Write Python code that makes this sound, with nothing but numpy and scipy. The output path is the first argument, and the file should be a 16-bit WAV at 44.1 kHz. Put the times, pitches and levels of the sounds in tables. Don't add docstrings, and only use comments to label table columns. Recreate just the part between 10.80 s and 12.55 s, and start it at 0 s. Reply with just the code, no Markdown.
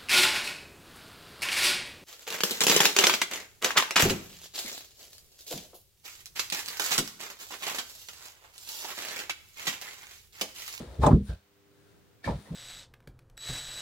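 import sys
import numpy as np
from scipy import signal
from scipy.fft import rfft, irfft
from scipy.io import wavfile

SR = 44100
rng = np.random.default_rng(int(sys.argv[2]) if len(sys.argv) > 2 else 0)


def digitize_waveform(pressure):
    field = np.atleast_2d(pressure).T
    bounded = np.clip(field, -1, 1)
    quanta = np.round(bounded * 32767).astype(np.int16)
    wavfile.write(sys.argv[1], SR, quanta)


N = 77175

# frequency in Hz, likeness (1 is the same in both, 0 is unrelated).
SOFA_ALIKE = [(60, 1), (180, 0.98), (450, .93), (1000, 0.43), (2000, 0.45), (7000, .1), (15000, 0.068)]


def amp(db):
    return 10 ** (np.asarray(db) / 20)


def unit(x):
    return x / np.sqrt(np.mean(x ** 2) + 1e-20)


def read(points, hz):
    f, value = np.transpose(points)
    return np.interp(np.log(hz + 1), np.log(f), value)


def bins():
    return np.fft.rfftfreq(N, 1 / SR)


def since(start):
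    return np.maximum(np.arange(N) / SR - start, 0)


def noise():
    return rng.standard_normal((2, N))


def colour(pair, shape_db, likeness):
    mid, side = rfft(pair)
    alike = np.clip(read(likeness, bins()), -0.5, 0.9997)
    mid = mid * np.sqrt(1 + alike)
    side = side * np.sqrt(1 - alike)
    left_right = np.array([mid + side, mid - side])
    return unit(irfft(left_right * amp(shape_db), N))


def room_tone():
    # frequency in Hz, relative level in dB per Hz.
    air_spectrum = [(55, -10.5), (100, 3), (170, -4), (280, -7.5), (450, -7.5), (750, -17), (2000, -38.5)]
    # frequency in Hz, relative level in dB per Hz.
    hiss_spectrum = [(300, -1.5), (1500, -1.5), (3000, -4), (7000, -10), (9300, -12.5), (11500, -16.5),
                     (15700, -6.5)]
    # frequency in Hz, likeness.
    still_alike = [(60, 0.36), (120, 0.24), (300, 0), (1500, 0.3), (5000, 0)]
    # multiple of the hum pitch, level in dB before the level curve and at
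    # the crest of the waver, time of a crest in seconds.
    harmonics = [(3, -70.5, 0.9), (4, -67, 0.92), (5, -77, 0.68)]
    # time in seconds, level change in dB.
    level_curve = [(0.2, 5), (0.64, -20), (0.78, -7.5), (0.9, -3), (1.15, 1), (1.4, -3)]
    hum_curve_share = 0.33
    hum_hz, waver_db, wavers_per_s = 100, 7, 0.98
    air_db, hiss_db = -62.5, -67

    t = np.arange(N) / SR
    curve_db = np.interp(t, *np.transpose(level_curve))
    hum = 0
    for multiple, db, strongest in harmonics:
        hz = round(multiple) * hum_hz
        waver = -waver_db * np.sin(np.pi * wavers_per_s * (t - strongest)) ** 2
        level = amp(db + waver + hum_curve_share * curve_db)
        hum = hum + level * np.sqrt(2) * np.sin(2 * np.pi * (hz * t + rng.random()))
    low_air = amp(air_db + curve_db) * colour(noise(), read(air_spectrum, bins()), still_alike)
    hiss = amp(hiss_db) * colour(noise(), read(hiss_spectrum, bins()), still_alike)
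    return hum + low_air + hiss


def room(x):
    t60 = 0.037
    tail = noise() * amp(-60 * since(0) / t60)
    return signal.fftconvolve(x, tail / np.linalg.norm(tail[0]), axes=1)[:, :N]


def slide(at, db, rise, fall, weave_hz, lift_db, width, tilt_db, pan_db):
    # frequency in Hz, relative level in dB per Hz.
    cloth = [(40, -7), (200, -1), (550, 3.5), (900, 2.5), (1600, 1), (2700, -3), (3800, -1.5), (6000, -8),
             (9500, -8.5), (11500, -16), (15500, -19)]
    snags_per_s, snag_spread_db, snag_share = 2000, 2.5, 0.39

    t = np.arange(N) / SR - at
    octaves = np.log2((bins() + 1) / weave_hz)
    snag_here = rng.random((2, N)) < snags_per_s / SR
    snag_db = snag_spread_db * np.minimum(rng.exponential(1, (2, N)), 4)
    snags = noise() * snag_here * amp(snag_db)
    grain = np.sqrt(snag_share) * unit(snags) + np.sqrt(1 - snag_share) * noise()
    weave_db = lift_db * np.exp(-(octaves / width) ** 2)
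    shape_db = read(cloth, bins()) + weave_db + tilt_db * octaves
    stroke = np.exp(-np.where(t < 0, (t / rise) ** 2, t / fall))
    pan = pan_db * np.array([[0.5], [-0.5]])
    return amp(db + pan) * stroke * colour(grain, shape_db, SOFA_ALIKE)


def slap(start, db, rise, t60, pitch):
    # frequency in Hz, relative level in dB per Hz.
    puff = [(40, -27.5), (200, -5.5), (340, -6), (480, 2), (720, 0.5), (880, 5), (1230, -4.5), (1450, -14),
            (2100, -27), (5000, -42), (15000, -64.5)]
    smother = 1.477
    t = since(start)
    swell = 1 - np.exp(-(2 * t / rise) ** 2)
    decay = amp(-60 * (np.maximum(t - rise, 0) / t60) ** smother)
    return amp(db) * swell * decay * colour(noise(), read(puff, bins() / pitch), SOFA_ALIKE)


def knock(start, db):
    # pitch in Hz before detuning, level in dB, t60 in seconds.
    hollow = [(710, -6.5, .09), (897, -0.5, .09), (1036, -5, 0.052), (1189, -3, 0.056)]
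    rise_s, detune = 0.00085, 0.021
    t = since(start)
    hz, mode_db, t60 = np.transpose(hollow)[:, :, None]
    hz = hz * (1 + detune * rng.uniform(-1, 1, hz.shape))
    modes = (amp(mode_db - 60 * t / t60) * np.sin(2 * np.pi * hz * t)).sum(0)
    return amp(db) * (1 - np.exp(-t / rise_s)) * modes


def padding(hz, pad_hz, deep_db):
    deep_hz, pad_order = 108, 2.9
    deep = deep_db / (1 + (hz / deep_hz) ** 6)
    top_loss = 10 * np.log10(1 + (hz / pad_hz) ** (2 * pad_order))
    return deep - top_loss


def thump(start, db, pad_hz, ring, deep_db):
    # pitch in Hz, level in dB before padding and balancing,
    # t60 in seconds at a ring of 1.
    frame_modes = [(63.5, 3, 0.25), (84.7, -5, 0.32), (129.4, -2.5, 0.25), (163.6, 3, 0.21),
                   (201.5, -10, 0.6), (239.6, 1.5, 0.17), (368.4, -10.5, 0.092), (470, -11, 0.33)]
    # frequency in Hz, relative level in dB per Hz.
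    stuffing_spectrum = [(36, -32), (55, -1.5), (160, 2.5), (250, -4), (305, -15), (400, -6.5), (600, -20),
                         (1000, -52.5)]
    contact_s = 0.0039
    stuffing_db, stuffing_t60 = -5, 0.26

    t = since(start)
    hz, mode_db, t60 = np.transpose(frame_modes)[:, :, None]
    weight = amp(mode_db + padding(hz, pad_hz, deep_db))
    ringing = weight * amp(-60 * t / (t60 * ring)) * np.sin(2 * np.pi * hz * t)
    modes = ringing.sum(0) / np.linalg.norm(weight)
    shape_db = read(stuffing_spectrum, bins()) + padding(bins(), pad_hz, deep_db)
    shake = amp(stuffing_db - 60 * t / (stuffing_t60 * ring))
    stuffing = shake * colour(noise(), shape_db, SOFA_ALIKE)
    onset = 1 - np.exp(-(t / contact_s) ** 2)
    return amp(db) * onset * (modes + stuffing)


def scene():
    # time of the fullest stroke in seconds, level in dB, rise in seconds,
    # fall in seconds, pitch of the weave in Hz, its lift in dB, its width in octaves,
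    # treble tilt in dB per octave, left over right in dB.
    slides = [(0.01, -48.5, 0.099, 0.066, 3230, 0, 0.52, -1, 2),
              (0.145, -52.5, 0.085, 0.13, 505, 13, 0.78, -0.24, 2.5),
              (0.239, -40, 0.024, 0.049, 7050, 1, 0.34, -0.5, 2.5),
              (0.267, -35.5, 0.0019, 0.0081, 7460, 18, 0.49, -2, -13),
              (0.264, -40, 0.0041, 0.0089, 3600, 11.5, .2, 2.5, -4.5),
              (0.318, -58.5, 0.023, 0.063, 3460, 11.5, 0.8, 1.5, 0),
              (0.485, -59.5, 0.047, 0.02, 9500, 8.5, 0.084, 3.5, 9),
              (0.502, -53, 0.022, 0.043, 3670, 4.5, 0.52, 0, 2),
              (0.505, -53, 0.027, .035, 1538, 23, 0.22, -0.5, 0),
              (1.102, -69, 0.19, 0.23, 1480, 9.5, 0.35, 2, 3),
              (1.452, -38, 0.0088, 0.024, 1752, 23, 0.12, -2, 0),
              (1.452, -47, 0.013, 0.033, 4600, 12.5, 0.56, -2.5, 1.5),
              (1.467, -41.5, 0.021, 0.019, 2290, 19, 0.089, -1.5, 2),
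              (1.485, -42.5, 0.0073, 0.067, 4300, 1, .4, -2.5, 1.5),
              (1.63, -62, 0.082, 0.16, 9500, 4.5, 0.081, 3, 7),
              (1.661, -53.5, 0.0077, 0.03, 1880, 10, 0.13, -3, -0.5),
              (1.745, -57.5, 0.1, .05, 3500, 2.5, 0.53, -2.5, 1)]
    # start in seconds, level in dB, rise in seconds,
    # t60 in seconds counted from the end of the rise, pitch as a share of the usual.
    slaps = [(0.001, -44, 0.00073, 0.23, 0.54), (0.182, -38.5, 0.025, 0.16, 0.51),
             (0.216, -29, 0.017, 0.084, 0.94), (0.232, -18, 0.0071, 0.093, 1.004),
             (0.2637, -18.5, 0.0023, 0.1, 0.95), (0.275, -22, 0.003, 0.12, 0.55),
             (0.308, -31.5, .004, 0.089, 1.19), (0.331, -28, 0.01, 0.099, .44),
             (0.488, -49, 0.014, 0.15, 0.67), (1.473, -29, 0.004, .1, 0.96),
             (1.485, -33, 0.0035, 0.15, 0.62), (1.519, -43, 0.0028, 0.076, 1.05),
             (1.672, -56.5, 0.0027, 0.17, 1), (1.712, -48.5, 0.016, 0.26, 0.57)]
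    # start in seconds, level in dB.
    knocks = [(0.2345, -19.5), (0.265, -18)]
    # start in seconds, level in dB, pitch in Hz above which the padding
    # dulls it, ring length as a share of the modes' own, weight of the deep bass in dB.
    thumps = [(0.001, -28, 370, 0.47, -5.5), (0.066, -46.5, 140, 4.3, 8.5), (0.184, -18.5, 119, 1.7, 8.5),
              (0.233, -13, 175, 0.24, -11), (0.254, -4.5, 268, 0.17, -11), (0.269, -6.5, 298, 0.31, -5.5),
              (0.306, -5, 290, 0.53, -18), (0.327, -3, 207, 0.53, -1.5), (0.356, -13.5, 345, 0.5, -24),
              (0.403, -24, 330, 0.53, 1), (0.487, -22, 139, 0.55, 3.5), (0.524, -27, 149.3, 0.29, 0.5),
              (1.461, -19, 200, 0.5, 0.5), (1.485, -18.5, 216, 0.64, 5), (1.536, -24.5, 162, 0.51, -1),
              (1.586, -32.5, 220, 0.25, -23), (1.686, -43, 223, 1.07, -12), (1.704, -33, 168, 1.5, -45),
              (1.715, -29.5, 184, 1.1, -8)]
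    room_db = -15

    cloth_rub = sum(slide(*row) for row in slides)
    cushions = sum(slap(*row) for row in slaps) + sum(knock(*row) for row in knocks)
    surface = cloth_rub + cushions
    frame = sum(thump(*row) for row in thumps)
    return room_tone() + amp(room_db) * room(surface) + surface + frame


def record(dry):
    bass_cut = signal.butter(N=4, Wn=44, btype="high", fs=SR, output="sos")
    band_limit = signal.ellip(12, 0.1, 90, 15850, fs=SR, output="sos")
    return signal.sosfilt(band_limit, signal.sosfilt(bass_cut, dry))


dry = scene()
out = record(dry)
digitize_waveform(out)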